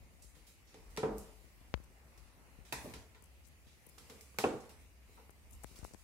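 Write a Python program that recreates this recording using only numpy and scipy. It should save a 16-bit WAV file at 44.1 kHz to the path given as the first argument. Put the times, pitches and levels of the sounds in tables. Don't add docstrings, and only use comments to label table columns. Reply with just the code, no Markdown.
import sys
import numpy as np
from scipy import signal
from scipy.fft import rfft, irfft
from scipy.io import wavfile
from scipy.ndimage import uniform_filter1d

SR = 44100
rng = np.random.default_rng(int(sys.argv[2]) if len(sys.argv) > 2 else 0)


def wav_out(sig):
    wavfile.write(sys.argv[1], SR, np.round(np.clip(np.atleast_2d(sig).T, -1, 1) * 32767).astype(np.int16))


def linear_from_db(decibels):
    return 10 ** (np.asarray(decibels, float) / 20)


N = 266011

# pitch_hz, level_db per Hz
HISS_SPECTRUM = [(53, -44), (90, -4.5), (136, -11.5), (410, -19.5), (532, -21), (1290, -24), (1540, -26.5),
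                 (2090, -21.5), (2800, -24), (3300, -30), (4860, -29), (5410, -30.5), (10600, -30),
                 (16000, -36)]
# pitch_hz, likeness (-1 to 1)
HISS_LIKENESS = [(60, -0.38), (180, 0.55), (550, 0.73), (1650, 0.01), (4970, -0.01), (15000, -0.023)]
# centre_s, rise_db, length_s
SHUFFLE_SWELLS = [
    (.23, 0, 0.11),
    (1.25, 5, 0.26),
    (2.7, -5, 0.045),
    (2.85, 13, 0.1),
    (3.49, 0.5, 0.14),
    (4.2, 7.5, 0.26),
    (4.82, 4.5, 0.021),
    (5.16, 6, .06),
    (5.73, 6, 0.17),
]
# centre_s, rise_db, length_s
GRIP_SWELLS = [(.55, -4.5, .12), (.86, 7.5, 0.12), (1.1, -34, 0.033), (1.22, 12, .08), (2.4, 8, 0.36),
               (2.88, 16, 0.074), (3.3, -2, 0.33), (4.38, -11.5, 0.088), (4.57, 19, 0.15), (4.95, -3, 0.19),
               (6.03, -2, 0.059)]

# time_s, pitch_hz
HUM_PITCH = [(0, 60.6), (.43, 53.3), (.7, 58.1), (.9, 43.9), (1.1, 52.64), (1.9, 56.1), (2.6, 55.7),
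             (3.07, 66.13), (5.3, 64.8), (6.03, 52.4)]
# centre_s, rise_db, length_s
HUM_SURGES = [(0, 15, 0.037), (.25, 4, 0.053), (.42, 4.5, 0.02), (.66, 2, 0.053), (.9, 12.5, 0.068),
              (1.15, 16.5, 0.063), (1.67, 4.5, 0.096), (1.9, 3.5, 0.19), (2.6, 4, 0.045),
              (2.79, 12.5, 0.025), (2.96, 8, 0.056), (3.4, 4.5, 0.31), (3.82, -7, 0.044), (4.0, 3.5, 0.044),
              (4.25, 3, 0.043), (4.44, 6, 0.07), (4.6, 1, 0.044), (4.82, 7, 0.047), (5.07, 5.5, 0.14),
              (5.55, 14.5, 0.071), (5.84, 6, 0.045), (6.03, 7, 0.032)]
# centre_s, left_minus_right_db, length_s
HUM_TILTS = [(0, -6, 0.03), (.33, 9, 0.084), (1.1, -4, 0.038), (1.35, 16, 0.087), (1.68, 2, 0.048),
             (2.24, 21, 0.045), (2.6, 13, 0.059), (3.9, 11, 0.033), (4.5, -9, 0.18), (5.5, -3, .1),
             (5.83, 2, 0.047)]

# start_s, level_db, contact_ms, after_push_ms, echo_db
STEP_BLOWS = [(.048, -66.5, 0.44, 4.2, -4), (.369, -56.5, 0.17, 9.4, -4), (.745, -48.5, 0.13, 11, -2),
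              (0.963, -51, 0.26, 1.4, 2), (.977, -33.5, 0.033, 7.9, -4), (1.032, -26, 0.085, 7.5, 2.5),
              (1.0371, -25, 0.34, 1.7, -16.5), (2.725, -33, 0.055, 15, -2.5),
              (2.846, -42.5, 0.76, 6.5, -0.5), (2.858, -40, 0.18, 2.8, -10), (2.936, -45.5, 0.33, 5.5, 1.5),
              (3.147, -59.5, 0.063, 4.6, 7), (3.869, -55, 0.59, 3.1, -8), (3.98, -51, 0.04, 5.2, -2),
              (4.097, -51, 0.27, 7.4, 3.5), (4.345, -51, 0.06, 1.5, -2), (4.387, -27, 0.061, 15, -8.5),
              (4.4394, -22.5, 0.12, 6, 0.5), (4.4467, -22.5, 0.17, 7.1, -40), (5.095, -56, 0.4, 1.8, -7),
              (5.174, -62, 0.23, 9.9, 7)]
# start_s, level_db, contact_ms,
# after_push_ms, echo_db (unused, these stay dry)
AFTER_KNOCKS = [(1.0435, -27.5, 0.13, 3.6, 0), (2.729, -40, 1.9, 8.4, 0), (2.873, -43.5, 1., 6, 0),
                (4.4425, -21, 0.066, 5.7, 0), (4.4498, -28, 0.34, 3, 0), (4.469, -29, 0.46, 6.4, 0),
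                (4.486, -31, 0.42, 6, 0), (5.2, -69, 0.17, 15, 0), (1.107, -39, .45, 18, 0),
                (1.18, -46.5, 0.29, 19, 0), (2.731, -35, 0.12, 5, 1), (2.7378, -39, 0.072, 2.5, 0),
                (4.512, -36, 0.42, 16, 0), (4.536, -33, .55, 18, 0)]
LANDING_CHANGES = [
    2.0,
    2.84,
    2.9,
    3.5,
    4.43,
    4.6,
]
# pitch_hz, width_hz, level_db
UPPER_TREAD = [(142, 97, -7), (212, 73, 1.5), (315, 18, -11), (441, 22, -1), (540, 67, -9.5),
               (613, 25, -10), (770, 75, -5.5), (956, 94, -5.5), (1150, 220, -5.5), (1440, 210, -13)]
MIDDLE_TREAD = [(136, 50, -8.5), (230, 71, -7), (290, 80, -16), (439, 37, -8.5), (642, 128, -2),
                (940, 105, 0.5), (1390, 300, 0.5), (1810, 300, 4), (2500, 400, -14)]
LOWER_TREAD = [(135, 24, -11), (226.7, 50, 3.5), (305, 34, -13), (438, 23, 1.5), (486, 46, 1),
               (640, 65, -3.5), (778, 40, -0.5), (900, 100, 1), (1164, 72, 3.5), (1484, 150, 6),
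               (1732, 201, -27)]
# pitch_hz, width_hz, level_db
MIDDLE_TREAD_HEEL = [(140, 60, -10), (252, 84, 1), (340, 100, -3), (432, 40, -2.5), (610, 100, 6),
                     (760, 110, 1), (1000, 200, -10)]
LOWER_TREAD_HEEL = [(140, 28, -15), (239, 43, -4), (313, 31, -11.5), (354, 30, -11.5), (422, 26, -6.5),
                    (483, 61, 1), (620, 92, -4), (770, 95, 1), (900, 110, -17), (1118, 39, -9.5),
                    (1280, 87, -15), (1430, 84, -8), (1630, 100, -11), (2600, 600, -11)]

# pitch_hz, t60_s
STAIRWELL_T60 = [(100, 0.5), (400, 0.52), (1100, 0.48), (3000, 0.39), (8000, 0.47), (15000, 0.19)]
# pitch_hz, likeness (-1 to 1)
ECHO_LIKENESS = [(60, 1), (180, 0.99), (550, 0.75), (1650, 0.27), (4970, 0), (15000, 0.47)]

# start_s, level_db, pitch_hz, width_octaves, length_ms
SHOE_SLAPS = [(.742, -48, 2500, 1.5, 4.8), (0.9653, -32, 5000, 2.8, 0.66), (0.9728, -30.5, 1910, 1.96, 4.4),
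              (1.03, -51, 845, 0.35, 5.1), (1.182, -31, 10700, 0.78, 1.9), (2.175, -50.5, 9000, 4.1, 10.2),
              (2.7245, -31, 2560, 0.25, 2.56), (2.724, -27, 5200, 2.4, 5.8), (2.937, -36, 2560, 1.7, 3.9),
              (3.147, -52.5, 2020, 1.3, 4.6), (3.981, -42.5, 4000, 2.1, 7.5),
              (4.097, -41.5, 2983, 2.4, 7.4), (4.2092, -39, 10500, 0.93, 3.6), (4.386, -18.5, 3000, 2.7, 2),
              (4.4396, -28, 2500, 0.35, 1.5), (4.4395, -35, 746, 0.17, 3), (4.604, -50.5, 6670, 0.69, 9.5),
              (5.17, -55.5, 850, 0.65, 23), (5.557, -51, 9000, 0.5, 2.7), (5.844, -38.5, 8150, 0.87, 2.9)]
# start_s, level_db, pitch_hz, width_octaves, length_ms
SHOE_SCUFFS = [(0.221, -48.5, 8300, 0.72, 19), (.29, -57, 9900, 0.51, 8.4), (0.349, -56, 2750, 5.1, 43),
               (.466, -50.5, 10800, 2, 34), (.67, -60.5, 4760, .51, 49), (.9, -57, 9000, 1.2, 30),
               (1.172, -53, 10670, 0.91, 9.), (2.648, -53.5, 2680, 2.5, 48), (2.779, -57, 6030, 2.5, 64),
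               (3.664, -63, 3480, 0.9, 59), (4.6915, -48.5, 5974, 4.3, 18), (5.659, -57.5, 6200, 1.1, 94),
               (5.757, -47.5, 6000, 2.1, 22), (5.975, -55.5, 14250, 1.5, 39)]

# start_s, level_db, snap_ms, sign
FINGER_FLICKS = [
    (1.74062, -24, .05, -1),
    (1.74078, -17, .1, 1),
    (1.776, -44, .2, 1),
]
FINGER_PRESSES = [(.245, -27.5, 1.8, 1), (1.37, -56, .95, 1), (1.444, -33, 1.3, 1), (1.613, -31, 1, -1),
                  (1.7426, -17.5, 0.44, 1), (1.801, -24.5, 1.37, 1), (2.588, -22.5, 2.4, -1),
                  (3.226, -31.5, 0.9, -1), (3.669, -26.5, 2.4, 1), (3.871, -30, 0.85, 1),
                  (5.295, -26.5, 0.22, -1), (5.6449, -17, 0.76, -1), (5.9473, -22.5, 0.59, -1)]
FINGER_TAPS = [(5.6438, -18, 0.39, -1), (5.6443, -13.5, 0.13, 1), (5.713, -21, 1.5, -1),
               (5.75, -30, 0.37, -1), (5.7906, -18, 1.2, -1), (5.816, -30, .2, -1), (5.8285, -12, 2.2, -1),
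               (5.834, -27, 0.92, 1), (5.8492, -11, 0.25, -1), (5.8498, -19, 0.18, 1),
               (5.881, -28, 0.37, -1), (5.9108, -27, 0.48, -1), (5.9352, -33, 0.32, 1),
               (5.9376, -19.5, 0.59, -1), (5.946, -22.5, 0.088, 1)]
# rounding (share of the snap), slow_share of the 4 ms tail
FLICK_SHAPE = (.3, 1.45)
PRESS_SHAPE = (0.67, 0.12)
TAP_SHAPE = (0.99, 0.016)
# start_s, level_db, pitch_hz, length_ms
FINGER_RUBS = [(1.7415, -48.5, 2160, 5.44), (1.836, -68.5, 8050, 12), (3.222, -59.5, 8900, 4.2),
               (3.238, -55, 9100, 9.2), (3.256, -60, 8000, 8.), (3.435, -65, 6000, 36),
               (3.466, -63, 9100, 26), (3.865, -58, 10700, 4), (3.889, -59.5, 10000, 13),
               (5.304, -62.5, 8810, 7), (5.507, -56, 10200, 6.3), (5.521, -58.5, 8900, 37),
               (5.631, -55.5, 8600, 14), (5.635, -54, 900, 9.), (5.829, -60, 900, 18.),
               (5.6428, -34.5, 7900, 1.46), (5.862, -68, 7000, 9.2), (5.788, -50, 7460, 2.9),
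               (5.936, -57, 6800, 3.4), (5.944, -48, 6850, 1.6)]

# start_s, level_db, pitch_hz, t60_s
HEEL_CLACKS = [(.975, -43, 2240, 0.091), (.976, -47, 1045, 0.06), (1.032, -41, 790, 0.046),
               (1.032, -44, 1210, 0.037), (1.033, -47, 1520, .04), (1.045, -38, 912, .07),
               (1.128, -49, 985, .08), (2.7245, -31, 2650, .03), (2.7285, -35, 954, 0.056),
               (2.8585, -42.5, 620, 0.037), (2.938, -48, 2190, .03), (3.148, -55, 2300, 0.024),
               (4.386, -24, 2230, 0.017), (4.2095, -50, 2200, 0.016), (4.4395, -25, 2580, .022),
               (4.44, -37, 3020, .02), (4.44, -27.5, 770, 0.04), (4.441, -34, 1082, .06),
               (4.452, -31, 760, 0.066)]


def evened(x):
    return x / np.sqrt(np.mean(x ** 2) + 1e-20)


def read(points, hz):
    f, value = np.transpose(points)
    return np.interp(np.log(hz + 1), np.log(f + 1), value)


def add(mix, start_s, sound):
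    part = mix[round(start_s * SR):][:len(sound)]
    part += sound[:len(part)]


def paired(a, b, same):
    same = np.clip(same, -1, 1)
    return np.array([a, same * a + np.sqrt(1 - same ** 2) * b])


def coloured(noise, hz, octaves):
    f = np.fft.rfftfreq(len(noise), 1 / SR) + 1
    bell = np.exp(-.5 * (np.log2(f / hz) / octaves) ** 2)
    return evened(irfft(rfft(noise) * bell, len(noise)))


def swells(rows, s):
    return sum(db * np.exp(-.5 * ((s - at) / max(length, .01)) ** 2) for at, db, length in rows)


def floor():
    size, hop = 1024, 256
    frames, hz = N // hop + 5, np.fft.rfftfreq(size, 1 / SR)
    a, b, c, d, patches = rng.standard_normal((frames, 513, 5)).T
    patches = uniform_filter1d(uniform_filter1d(patches, 12, 0), 14, 1)
    patches_db = 1.45 * evened(patches)
    hiss = paired(a + 1j * b, c + 1j * d, read(HISS_LIKENESS, hz)[:, None])
    hiss = hiss * linear_from_db(read(HISS_SPECTRUM, hz)[:, None] + patches_db)
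    still = signal.istft(hiss[0], nperseg=size, noverlap=size - hop)[1]
    scale = linear_from_db(-68.5 + 3.0) / np.sqrt(np.mean(still ** 2))
    s = np.arange(frames) * hop / SR
    treble = read([(300, 0.29), (1500, 0.34), (4000, 0.72), (14000, 0.88)], hz)[:, None]
    bass = read([(100, 0.47), (350, 0.42), (900, 0.63), (2500, 0.11)], hz)[:, None]
    hiss = hiss * linear_from_db(treble * swells(SHUFFLE_SWELLS, s) + bass * swells(GRIP_SWELLS, s))
    return scale * signal.istft(hiss, nperseg=size, noverlap=size - hop)[1][:, :N]


def rumble():
    s = np.arange(N) / SR
    level_db = -66 + swells(HUM_SURGES, s)
    pan_db = 3 + swells(HUM_TILTS, s)
    hz = np.interp(s, *np.transpose(HUM_PITCH))
    r = np.exp(-np.pi * 24. / SR)
    slow = rng.standard_normal((2, N)) + 1j * rng.standard_normal((2, N))
    slow = paired(*slow, .6)
    for _ in range(2):
        slow = signal.lfilter([1 - r], [1, -r], slow)
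    slow = slow / (abs(slow) + .5 * abs(slow).mean())
    tone = (slow * np.exp(2j * np.pi * np.cumsum(hz) / SR)).real
    return evened(tone) * linear_from_db(level_db + np.outer([.5, -.5], pan_db))


def wood_ring(modes):
    f = abs(np.fft.fftfreq(8192, 1 / SR)) + 1
    power = sum(linear_from_db(2 * db) / width ** 2 / (1 + ((f - hz ** 2 / f) / width) ** 2) for hz, width, db in modes)
    log_gain = np.log(power + 1e-14) / 2
    phase = -signal.hilbert(log_gain).imag
    return np.fft.ifft(np.exp(log_gain + 1j * phase)).real[:4096]


def blows(rows):
    t, out = np.arange(4096) / SR, np.zeros((2, N))
    landings = (UPPER_TREAD, MIDDLE_TREAD, MIDDLE_TREAD_HEEL, MIDDLE_TREAD,
                LOWER_TREAD, LOWER_TREAD_HEEL, LOWER_TREAD)
    rings = [wood_ring(modes) for modes in landings]
    grits = rng.standard_normal((len(rows), 4096))
    for (s, db, touch_ms, push_ms, echo_db), grit in zip(rows, grits):
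        ring = rings[np.searchsorted(LANDING_CHANGES, s)]
        dull_hz = np.clip(220 / touch_ms, 200, 9000)
        touch = signal.lfilter(*signal.butter(2, dull_hz, fs=SR), ring)
        push = 0.11 * grit * np.exp(-t / (push_ms / 1000))
        knock = np.r_[touch, 0 * touch][:-1] + signal.fftconvolve(touch, push)
        knock = linear_from_db(db) * knock / abs(knock).max()
        add(out[0], s, knock)
        add(out[1], s, linear_from_db(echo_db) * touch * np.linalg.norm(knock) / np.linalg.norm(touch))
    return out


def stairwell(x):
    taps = np.zeros((2, SR))
    at = np.arange(130, SR - 20, 10) + rng.integers(0, 10, (2, (SR - 141) // 10))
    np.put_along_axis(taps, at, rng.choice([-1., 1.], at.shape), 1)
    hz, t, z = signal.stft(taps, SR, nperseg=512, noverlap=384)
    z = paired(*z, read(ECHO_LIKENESS, hz)[:, None])
    z = z * linear_from_db(-60 * t / read(STAIRWELL_T60, hz)[:, None])
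    tail = signal.istft(z, SR, nperseg=512, noverlap=384)[1][:, :SR]
    tail = tail * np.clip((np.arange(SR) / SR - .002) / 0.0007, 0, 1)
    return signal.fftconvolve(x, tail / np.linalg.norm(tail[0]), axes=1)[:, :N]


def ticks():
    t, out = np.arange(16384) / SR, np.zeros((3, N))
    click = 1. * (np.arange(16384) == 100)
    slaps = [(*row, 0.2, True) for row in SHOE_SLAPS]
    scuffs = [(*row, 0.093, False) for row in SHOE_SCUFFS]
    rows = sorted(slaps + scuffs)
    grits = rng.standard_normal((len(rows), 2, 16384))
    for (s, db, hz, octaves, ms, rise, sudden), pair in zip(rows, grits):
        length_s = ms / 1000
        shape = linear_from_db(db - 5.0) * np.exp(-t / length_s) * np.minimum(t / (rise * length_s), 1)
        left, right = (shape * coloured(noise, hz, octaves) for noise in paired(*pair, 0.23))
        even = coloured(click, hz, octaves) * (t < .1) * np.sqrt(np.mean(shape ** 2))
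        for port, sound in zip(out, (left, right, even if sudden else left)):
            add(port, s, sound)
    return signal.lfilter(*signal.butter(1, 9000., fs=SR), out)


def fingers():
    t, pops, rubs = np.arange(4096) / SR, np.zeros(N), np.zeros(N)
    kinds = ((FINGER_FLICKS, FLICK_SHAPE), (FINGER_PRESSES, PRESS_SHAPE), (FINGER_TAPS, TAP_SHAPE))
    touches = [(*row, *shape) for rows, shape in kinds for row in rows]
    for s, db, ms, sign, rounded, slow in touches:
        u = t / (ms / 1000)
        tail = slow * min(ms / .1, 1) ** 3 * np.exp(-t / .004)
        push = (np.exp(-u) + tail) * (1 - np.exp(-u / rounded)) ** 2
        add(pops, s, np.sign(sign) * linear_from_db(db) * push)
    noises = rng.standard_normal((len(FINGER_RUBS), 2, 4096))
    for (s, db, hz, ms), (noise, clump) in zip(FINGER_RUBS, noises):
        clumps = linear_from_db(7.95 * np.minimum(evened(uniform_filter1d(clump, 80)), 1.2))
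        stroke = np.sin(np.pi * np.clip(t / (ms / 1000), 0, 1)) ** .5
        add(rubs, s, linear_from_db(db) * coloured(noise, hz, 0.52) * clumps * stroke)
    low_cut = signal.cheby1(3, 5.0, 56., "high", fs=SR, output="sos")
    skin = signal.butter(8, 6700., fs=SR, output="sos")
    pops = signal.sosfilt(np.vstack([low_cut, skin]), pops)
    return (pops + rubs) * linear_from_db([[0], [-32]])


def clacks():
    t, out = np.arange(4096) / SR, np.zeros(N)
    for s, db, hz, t60 in HEEL_CLACKS:
        dying = linear_from_db(db - 60 * t / t60) * np.minimum(t / 0.00089, 1)
        add(out, s, dying * np.sin(2 * np.pi * hz * t))
    return out


def scene():
    wood, wood_room = blows(STEP_BLOWS)
    *shoe, shoe_room = ticks()
    echo = stairwell((linear_from_db(3.0) * wood_room + linear_from_db(0.5) * shoe_room)[None])
    near = fingers() + floor() + rumble()
    wood = wood + blows(AFTER_KNOCKS)[0] + clacks()
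    wood = np.array([np.roll(wood, 6), wood])
    return wood + shoe * linear_from_db([[-1.3], [1.3]]) + echo * linear_from_db([[-.6], [.6]]) + near


def thinned(x):
    hz, t, z = signal.stft(x, SR, nperseg=1024, noverlap=768)
    gaps = uniform_filter1d(rng.standard_normal(z.shape[1:]), size=3, axis=0)
    gaps = evened(uniform_filter1d(gaps, size=16, axis=1))
    depth_db = read([(2000, 1.), (4000, 10.), (10000, 12.), (14000, 20.)], hz)[:, None]
    gaps_db = -depth_db * np.clip(gaps - .45, 0, 1.5)
    level = uniform_filter1d(abs(z).mean(0), size=30, axis=0)
    usual = np.median(level, axis=1, keepdims=True)
    gaps_db = gaps_db * np.clip(2 - level / (3 * usual + 1e-12), 0, 1)
    return signal.istft(z * linear_from_db(gaps_db), SR, nperseg=1024, noverlap=768)[1][:, :N]


def roll_off(x):
    return signal.sosfilt(signal.butter(12, 16480, fs=SR, output="sos"), x)


def record(dry):
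    low_cut = signal.sosfilt(signal.butter(2, 33., "high", fs=SR, output="sos"), dry)
    edge_hz = 15830
    edge = signal.firwin2(511, [0, edge_hz - 100, edge_hz + 100, SR / 2], [1, 1, .05, .05], fs=SR)
    limited = signal.oaconvolve(thinned(low_cut), edge[None], "same")
    return roll_off(limited)


dry = scene()
out = record(dry)
wav_out(out)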